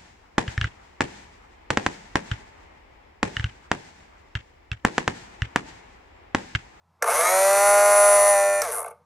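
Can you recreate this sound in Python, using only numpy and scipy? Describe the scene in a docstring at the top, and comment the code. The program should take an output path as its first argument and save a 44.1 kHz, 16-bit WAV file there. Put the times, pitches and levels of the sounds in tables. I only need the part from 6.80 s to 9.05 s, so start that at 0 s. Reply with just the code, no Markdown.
"""Blender base on a tiled floor

Heard from close by, motor in the middle, short reflections from tiles and walls; the base has no jug.
The switch snaps on, the motor rattles up to about 200 turns a second, hums and whines, then is switched
off and coasts to rest with a few last knocks. The shaft angle drives hum, whine, brush ticks and rattle;
the mains current makes them throb. Switch and knocks are short noise bursts, most through the housing."""
import sys
import numpy as np
from scipy import signal
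from scipy.fft import rfft, irfft
from scipy.io import wavfile
from scipy.ndimage import uniform_filter1d

SR = 44100
rng = np.random.default_rng(int(sys.argv[2]) if len(sys.argv) > 2 else 0)


def wav_out(sig):
    """Save sig, one row per channel (or a flat mono array), as 16-bit PCM at SR to the path in sys.argv[1]."""
    wavfile.write(sys.argv[1], SR, np.round(np.clip(np.atleast_2d(sig).T, -1, 1) * 32767).astype(np.int16))


N = 99225
TIME = np.arange(N) / SR
ON_S, OFF_S = 0.222, 1.82  # power on and off


def undb(db):
    """Decibels to gain."""
    return 10 ** (np.asarray(db) / 20)


def unit(x):
    """Scale to rms 1."""
    return x / np.sqrt(np.mean(x ** 2) + 1e-20)


def curve(table):
    """Straight lines between the (t/s, value) points of a table."""
    return np.interp(TIME, *np.array(table).T)


def fader(table, axis=1):
    """Gain from one dB column of a table; silent outside its times."""
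    rows = np.array(table)
    return undb(np.interp(TIME, rows[:, 0], rows[:, axis], left=-150, right=-150))


def walk(rate):
    """Smooth random drift with a spread near 1, taking `rate` steps a second."""
    k = int(SR / rate)
    steps = rng.standard_normal(4096)
    path = np.interp(np.arange(N) / k, np.arange(len(steps)), steps)
    return unit(uniform_filter1d(path, k))


def line(cycles):
    """A sine of rms 1 that follows a count of cycles, from a random phase."""
    return np.sqrt(2) * np.sin(2 * np.pi * (cycles + rng.random()))


def puff(turns, width):
    """A smooth swell once a turn."""
    return unit(np.exp((np.cos(2 * np.pi * turns) - 1) / width))


def highpass(x, hz, order):
    """Butterworth high-pass."""
    return signal.sosfilt(signal.butter(order, hz, "high", fs=SR, output="sos"), x)


def lowpass(x, hz, order):
    """Butterworth low-pass."""
    return signal.sosfilt(signal.butter(order, hz, fs=SR, output="sos"), x)


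def colour(x, points):
    """Causal (minimum-phase) filter with the given (f/Hz, level/dB) shape."""
    size = 4096
    hz, db = np.array(points).T
    bins_hz = np.arange(size // 2 + 1) * SR / size
    log_gain = np.log(undb(np.interp(np.log(bins_hz + 1), np.log(hz), db)))
    # folding the cepstrum onto positive times makes the filter causal
    cepstrum = irfft(log_gain)[:size // 2]
    cepstrum[1:] *= 2
    return signal.fftconvolve(x, irfft(np.exp(rfft(cepstrum, size))))[:N]


def strikes(turns, angles, sizes, scatter_db, jitter_turns):
    """Band-limited clicks at fixed shaft angles, a little different on every turn."""
    whole = np.arange(np.floor(turns[0]), turns[-1])[:, None]
    chance = rng.standard_normal((2, len(whole), len(angles)))
    struck = whole + angles + jitter_turns * chance[0]
    at = np.interp(struck, turns, np.arange(N), left=-1, right=-1).ravel()
    size = (sizes * undb(scatter_db * chance[1])).ravel()[at > 0, None]
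    at = at[at > 0, None]
    # a windowed sinc places each click between samples
    taps = at.astype(int) + np.arange(-7, 9)
    shape = np.sinc(taps - at) * np.sinc((taps - at) / 8)
    return np.bincount(np.clip(taps, 0, N - 1).ravel(), (size * shape).ravel(), N)


# shaft speed: t/s, speed/turns per second
SPEED = [(0.222, 0.0), (0.268, 78.0), (0.295, 113.0), (0.35, 151.0), (0.45, 177.0), (0.53, 187.8),
         (0.68, 196.5), (0.85, 202.7), (1.11, 204.3), (1.32, 203.2), (1.41, 202.0), (1.5, 202.7),
         (1.57, 199.8), (1.75, 200.1), (1.82, 198.7), (1.9, 145.0), (2.159, 0.0)]
LAST_KNOCK_S = 2.11  # the shaft angle is counted from here


def shaft():
    """Speed of the motor shaft, and its angle in turns as the running sum of that speed."""
    speed = curve(SPEED)
    turns = np.cumsum(speed + 1e-6) / SR
    return speed, turns - np.interp(LAST_KNOCK_S, TIME, turns)


# hum of the unbalanced rotor: t/s, level/dB
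HUM = [(.44, -42), (.53, -24), (.65, -18), (.8, -19.3), (.95, -16.3), (1.12, -16.5), (1.22, -14.7),
       (1.5, -16.7), (1.58, -19), (1.68, -19.5), (1.81, -24), (1.845, -50)]
HUM_ORDER = 3  # cycles per turn
# other shaft harmonics: cycles per turn; base level/dB of each
OVERTONE_ORDERS = [2, 4, 5, 6, 7, 10, 11, 12, 14, 18, 22]
OVERTONE_DB = [-38.5, -25, -31.5, -37.5, -27, -40.5, -44, -37, -45, -53.5, -50]
# strength of overtones and beats, also of two whine partials: t/s, level/dB
OVERTONE_LEVEL = [(.38, -21), (.47, 2), (.6, -4.5), (.85, -2), (1.3, -2), (1.55, -3), (1.81, -8),
                  (1.86, -48)]
# middle overtones, strongest in mid-run: cycles per turn; then t/s, extra level/dB
MIDDLE_ORDERS = [5, 6, 7]
MIDDLE_LEVEL = [(.38, -8), (.7, -2), (.9, 2), (1.3, 1), (1.42, -2), (1.55, -3), (1.66, -7), (1.86, -7)]
# harmonics that gain a line one mains pulse rate higher: cycles per turn; base level/dB of that line
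BEAT_ORDERS = [3, 5, 10, 12]
BEAT_DB = [-31, -38, -40.5, -47.5]
# a higher overtone that is strongest late in the run: t/s, level/dB
LATE_TONE = [(.6, -47), (.85, -36), (1.35, -37), (1.5, -32), (1.65, -34), (1.81, -34), (1.86, -46.5)]
LATE_ORDER = 9  # cycles per turn
OVERTONE_WANDER_DB = 2.5
HUM_THROB, OVERTONE_THROB = 0.064, 0.18  # throb depths before growth
HUM_LAG = -0.25  # share of a mains pulse


def tones(turns):
    """Rotor hum at shaft harmonics, with wandering overtones and their beats with the mains."""
    hum = line(HUM_ORDER * turns) * fader(HUM) * throb(HUM_THROB, HUM_LAG)
    overtones = np.zeros(N)
    for order, db in zip(OVERTONE_ORDERS, OVERTONE_DB):
        tone = line(order * turns) * undb(db + OVERTONE_WANDER_DB * walk(7))
        overtones += tone * (fader(MIDDLE_LEVEL) if order in MIDDLE_ORDERS else 1)
    beats = np.zeros(N)
    for order, db in zip(BEAT_ORDERS, BEAT_DB):
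        pulsed = line(order * turns + MAINS_PULSE_HZ * TIME)
        beats += pulsed * undb(db + OVERTONE_WANDER_DB * walk(7))
    late = line(LATE_ORDER * turns) * fader(LATE_TONE)
    upper = (overtones * throb(OVERTONE_THROB, HUM_LAG) + beats) * fader(OVERTONE_LEVEL)
    return hum + late + highpass(upper, HOUSING_CUT_HZ, order=12)


# growth of the throb, deepest late in the run: t/s, factor on its depth
THROB_GROWTH = [(.3, .4), (.7, .9), (1.3, .8), (1.5, 1.3), (1.62, 2), (1.82, 1.8)]
MAINS_PULSE_HZ = 100.15


def throb(depth, lag=0):
    """The motor's force swells twice in each mains cycle while the switch is on."""
    depth = depth * curve(THROB_GROWTH) * (TIME > ON_S) * (TIME < OFF_S)
    swell = np.cos(2 * np.pi * (MAINS_PULSE_HZ * TIME - lag))
    return np.exp(depth * swell - depth ** 2 / 2)


# commutator whine: t/s, level/dB
WHINE = [(.4, -36), (.48, -32), (.56, -23.5), (.7, -28), (.86, -25), (1.08, -27.5), (1.24, -23), (1.5, -23),
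         (1.57, -24.5), (1.815, -34.5), (1.83, -68)]
# higher squeal of the run-up: t/s, level/dB
SQUEAL = [(.35, -50), (.395, -24), (.44, -41.5), (.5, -31), (.56, -55.5), (.7, -58)]
# cycles per turn; the whine has two per commutator bar
WHINE_ORDER, SQUEAL_ORDER, HOLDER_ORDER, UNDER_ORDER = 48, 63, 30, 36
RASP_CYCLES = 0.15  # timing spread of the raspy partials
HOLDER_HZ, HOLDER_WIDTH_HZ, HOLDER_DB = 6000, 340, -35.5
UNDER_DB = -34.5  # rough partial under the whine
WHINE_THROB = 0.25  # depth before growth
BRUSH_LAG = 0.18  # share of a mains pulse


def whine(turns):
    """The commutator whines, squeals higher in the run-up and rings the brush holder, throbbing with the mains."""
    flutter = undb(1.5 * walk(54.17) + 1.9 * walk(11))
    main = line(WHINE_ORDER * turns) * fader(WHINE) * flutter * puff(turns - 0.3, width=4.5)
    squeal = line(SQUEAL_ORDER * turns + RASP_CYCLES * walk(CHATTER_RATE)) * fader(SQUEAL)
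    rasp = line(HOLDER_ORDER * turns + RASP_CYCLES * walk(CHATTER_RATE)) * fader(OVERTONE_LEVEL)
    resonance = signal.iirpeak(HOLDER_HZ, HOLDER_HZ / HOLDER_WIDTH_HZ, fs=SR)
    holder = undb(HOLDER_DB) * signal.lfilter(*resonance, rasp)
    under = line(UNDER_ORDER * turns + RASP_CYCLES / 2 * walk(CHATTER_RATE))
    under = under * fader(OVERTONE_LEVEL) * undb(UNDER_DB)
    return (main + under + squeal + holder) * throb(WHINE_THROB, BRUSH_LAG)


# brush chatter, until they seat and again in short fits: t/s, timing spread/whine cycles
CHATTER = [(.25, 0), (.33, .22), (.5, .17), (.72, .14), (.85, .06), (1.02, .06), (1.09, .17), (1.17, .06),
           (1.31, .05), (1.36, .12), (1.42, .05), (1.53, .1), (1.6, .05), (1.82, .05), (1.9, 0)]
CHATTER_RATE = 600  # changes per second


def chatter(turns):
    """Chattering brushes meet the bars early or late, so the angle they follow is jittered."""
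    return turns + curve(CHATTER) * walk(CHATTER_RATE) / WHINE_ORDER


# loudness of bearing rattle and brush scrape: t/s, rattle level/dB, scrape level/dB
FRICTION = [(.222, -50, -44), (.25, -24, -39), (.31, -24, -27), (.47, -27.5, -26), (.62, -32.5, -24.5),
            (.85, -30, -26), (1.45, -29.5, -27.5), (1.65, -39.5, -32), (1.81, -50, -40), (1.84, -51, -32.5),
            (1.91, -34.5, -37.5), (1.99, -31.5, -42), (2.05, -37, -58.5), (2.085, -45, -54),
            (2.135, -83, -73)]
# chafing of the slow shaft, once a turn: t/s, level/dB
CHAFE = [(.255, -44), (.292, -28.5), (.32, -37), (.4, -42), (.5, -59), (.62, -62), (1.895, -88),
         (1.918, -30.5), (1.985, -28.5), (2.03, -37), (2.085, -47.5), (2.12, -56.5)]
# colours of scrape and chafe: f/Hz, relative level/dB
SCRAPE_COLOUR = [(400, -20), (1200, 3.5), (2300, -2.5), (3200, -14.5), (4400, -11.5), (5400, -10),
                 (6100, -2), (6700, -6.5), (7300, -11.5), (8100, -6.5), (9800, 1.5), (10800, -2.5),
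                 (11700, -5.5), (13000, -12), (14400, -20.5)]
CHAFE_COLOUR = [(2000, -34.5), (3600, -23.5), (4700, -54), (6200, -13), (7200, -9), (10000, 11.5),
                (10900, 5.5), (11800, 3.5), (14500, -24)]
BRUSH_THROB = 0.22  # depth before growth
BRUSH_SPREAD, BRUSH_HISS_DB = 2.2, -10  # width of the swell in each turn; hiss against the ticks
CHAFE_SPREAD_SLOW, CHAFE_SPREAD_FAST = 0.52, 3.9  # swell width at rest, and added at full speed


def brushes(turns, speed):
    """Carbon brushes hiss and tick over uneven bars, much alike each turn; the slow shaft chafes."""
    # one tick per whine cycle
    angles = (np.arange(WHINE_ORDER) + rng.random(WHINE_ORDER)) / WHINE_ORDER
    sizes = rng.standard_normal(WHINE_ORDER) * undb(2.1 * rng.standard_normal(WHINE_ORDER))
    ticks = strikes(turns, angles, sizes, scatter_db=4.5, jitter_turns=0.00018)
    # dividing by the root of speed offsets the greater number of ticks
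    scrape = unit(ticks / np.sqrt(speed + 10)) + undb(BRUSH_HISS_DB) * rng.standard_normal(N)
    scrape = scrape * throb(BRUSH_THROB, BRUSH_LAG) * puff(turns, BRUSH_SPREAD)
    scrape = unit(colour(scrape, SCRAPE_COLOUR))
    spread = CHAFE_SPREAD_SLOW + CHAFE_SPREAD_FAST * (speed / speed.max()) ** 2
    chafe = unit(colour(rng.standard_normal(N), CHAFE_COLOUR)) * puff(turns - 0.04, spread)
    return scrape * fader(FRICTION, axis=2) + chafe * fader(CHAFE)


# groan of the shaft while it changes speed: t/s, level/dB
GROAN = [(.27, -37), (.32, -35), (.45, -33), (.54, -39), (.66, -59), (.8, -66.5), (1.815, -68.5),
         (1.835, -39.5), (1.89, -36.5), (1.915, -47.5), (1.99, -47), (2.03, -55)]
# its harmonics: cycles per turn; relative level/dB of each
GROAN_ORDERS = [3, 4, 5, 6, 7, 9, 12]
GROAN_DB = [2, -1, -1, -2, 2, -7, 4]
# rough spots round the bearing; their spread from turn to turn in size and angle; share of grinding noise
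BUMP_COUNT, BUMP_SCATTER_DB, BUMP_JITTER_TURNS, GRIND_DB = 18, 3.2, 0.005, -9
BUMP_SPREAD_SLOW, BUMP_SPREAD_FAST = 0.3, 1.1  # swell width at rest, and added at full speed
RATTLE_THROB = 0.17  # depth before growth
COASTING_TOP_HZ = 1650  # without power it sounds duller


def rattle(turns, speed):
    """The loose shaft runs over bumps, hardest on one side, and groans as its harmonics cross housing modes."""
    angles = (np.arange(BUMP_COUNT) + rng.random(BUMP_COUNT)) / BUMP_COUNT
    signs = rng.choice([-1, 1], BUMP_COUNT)
    bumps = strikes(turns, angles, signs, BUMP_SCATTER_DB, BUMP_JITTER_TURNS)
    force = unit(bumps / np.sqrt(speed + 10)) + undb(GRIND_DB) * rng.standard_normal(N)
    spread = BUMP_SPREAD_SLOW + BUMP_SPREAD_FAST * (speed / speed.max()) ** 2
    contact = puff(turns - 0.05, spread)
    clatter = unit(housing(force * contact * throb(RATTLE_THROB))) * fader(FRICTION, axis=1)
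    groan = np.zeros(N)
    for order, db in zip(GROAN_ORDERS, GROAN_DB):
        groan += line(order * turns) * undb(db + 3.2 * walk(40.06))
    loaded = clatter + housing(groan * fader(GROAN))
    coasting = lowpass(loaded, COASTING_TOP_HZ, order=3)
    return np.where(TIME < OFF_S, loaded, coasting)


# knocks of the shaft: t/s, peak level/dB
KNOCKS = [(0.241, -15), (0.283, -17), (0.304, -23), (0.426, -28), (0.434, -21), (2.045, -28.5),
          (2.062, -28), (2.078, -31.5), (2.108, -37), (2.114, -41)]
KNOCK_S = 0.001  # each push peaks this long after it starts


def knocks():
    """The shaft knocks in its bearing as it jerks into motion and in its last turns."""
    out = np.zeros(N)
    for start, db in KNOCKS:
        age = np.maximum(TIME - start, 0) / KNOCK_S
        blow = housing(rng.standard_normal(N) * age * np.exp(-age))
        out += undb(db) * blow / np.abs(blow).max()
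    return out


# the finger loads the switch just before the first snap: t/s, level/dB
PRESS = [(.185, -88), (.2, -65), (.214, -56), (.219, -38), (.225, -43)]
# switch snaps: t/s, level/dB, decay/s, peak level of the housing thud/dB, low edge of the snap f/Hz
SWITCH = [(0.2239, -12, 0.0043, -18, 352), (1.8184, -7.5, 0.0037, -18.5, 2820)]
# colour of the snap: f/Hz, relative level/dB
SWITCH_COLOUR = [(40, -71.5), (150, -15.5), (330, -6.5), (500, 14.5), (900, -4.5), (1300, 16.5),
                 (2100, 2.5), (3200, -22), (4700, -11), (5900, 2.5), (7000, -9.5), (8300, -1.5),
                 (10500, -11), (12500, -4), (14500, -22.5)]


def switch():
    """A soft press before switching on; each flick is a decaying noise snap and a thud of the housing."""
    out = unit(housing(rng.standard_normal(N))) * fader(PRESS)
    for start, db, decay, thud_db, low_hz in SWITCH:
        fade = np.exp(-np.maximum(TIME - start, 0) / decay) * (TIME >= start)
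        snap = unit(colour(rng.standard_normal(N) * fade, SWITCH_COLOUR))
        snap = snap * np.sqrt(np.mean(fade ** 2))
        thud = housing(rng.standard_normal(N) * fade)
        out += undb(db) * highpass(snap, low_hz, order=2)
        out += undb(thud_db) * thud / np.abs(thud).max()
    return out


# ringing modes of the plastic housing: f/Hz, width/Hz, relative level/dB
HOUSING = [(469.8, 27, 10), (593, 26, 6), (700, 70, 5), (889.6, 44, 6), (1165, 89, 7), (1514, 91, -1.5),
           (2157, 78, -1), (2700, 70, -13)]
HOUSING_CUT_HZ, HOUSING_TOP_HZ = 392, 2620


def housing(x):
    """The plastic shell rings in its modes and radiates little bass or treble."""
    rings = np.zeros(N)
    for k, (hz, width, db) in enumerate(HOUSING):
        mode = signal.lfilter(*signal.iirpeak(hz, hz / width, fs=SR), x)
        rings += (-1) ** k * undb(db) * mode  # neighbours in opposite phase
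    return highpass(lowpass(rings, HOUSING_TOP_HZ, order=2), HOUSING_CUT_HZ, order=8)


def room(x, t60):
    """Diffuse reflections from tiles and walls: a decaying noise tail of unit energy."""
    tail = rng.standard_normal(N) * np.exp(-np.log(1000) * TIME / t60)
    return signal.fftconvolve(x, tail / np.linalg.norm(tail))[:N]


# colours of room tone and running rumble: f/Hz, relative level/dB
ROOM_COLOUR = [(25, -8), (85, -13), (130, 2.5), (170, 8.5), (260, -10), (550, -6), (950, 2), (1600, -11),
               (3000, -21.5), (6000, -23.5), (10000, -30), (14500, -33.5)]
RUMBLE_COLOUR = [(25, -12.5), (60, -14), (86, -7.5), (125, -21), (170, 11.5), (250, 3), (320, 15),
                 (450, -30), (900, -34)]
LOW_HUM_HZ, LOW_HUM_DB, LOW_HUM_IDLE_DB = 85.6, -65, -75.5  # LOW_HUM_DB is added at full speed
RUMBLE_DB, ROOM_TONE_DB = -57, -68.5  # rumble at full speed; room tone before its drift


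def background(speed):
    """Quiet room tone and a low hum; the hum grows and a noise rumble joins while the motor turns."""
    running = (speed / speed.max()) ** 2
    hum = np.sqrt(2) * np.sin(2 * np.pi * LOW_HUM_HZ * TIME) * undb(4 * walk(3.7))
    rumble = undb(RUMBLE_DB) * unit(colour(rng.standard_normal(N), RUMBLE_COLOUR))
    air = undb(ROOM_TONE_DB + 1.5 * walk(7.7)) * unit(colour(rng.standard_normal(N), ROOM_COLOUR))
    return air + undb(LOW_HUM_IDLE_DB) * hum + running * (rumble + undb(LOW_HUM_DB) * hum)


# stereo width of the treble, wide in run-up and run-down, nearly mono between: t/s, side level/dB
WIDTH = [(.2, -56), (.27, -7), (.35, -4.5), (.5, -10), (.65, -14), (.75, -47), (.9, -63), (1.8, -60.5),
         (1.92, -12.5), (2.2, 0)]
WIDE_ABOVE_HZ = 9050
ROOM_T60_S, ROOM_DB = 0.27, -20.5  # room send, before its colour
TICK_CHATTER = 0.35  # share of the chatter that reaches the brush ticks
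SHAFT_WOBBLE_TURNS = 0.0005


def scene():
    """The motor close by in the middle of the stereo image; only the treble has any width."""
    speed, turns = shaft()
    brush_turns = chatter(turns)
    tick_turns = turns + TICK_CHATTER * (brush_turns - turns)
    noises = rattle(turns, speed) + knocks() + brushes(tick_turns, speed) + switch()
    dry = noises + tones(turns + SHAFT_WOBBLE_TURNS * walk(93)) + whine(brush_turns)
    reflections = colour(room(noises, ROOM_T60_S), [(1500, 15), (5000, 1)])
    mid = dry + undb(ROOM_DB) * reflections + background(speed)
    side = highpass(room(dry, t60=0.012), WIDE_ABOVE_HZ, order=6) * fader(WIDTH)
    return np.array([mid + side, mid - side])


TOP_HZ = 14500


def record(dry):
    """The recorder behind the microphones cuts the top steeply."""
    return signal.sosfilt(signal.ellip(10, 0.2, 80, TOP_HZ, fs=SR, output="sos"), dry)


dry = scene()
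out = record(dry)
wav_out(out)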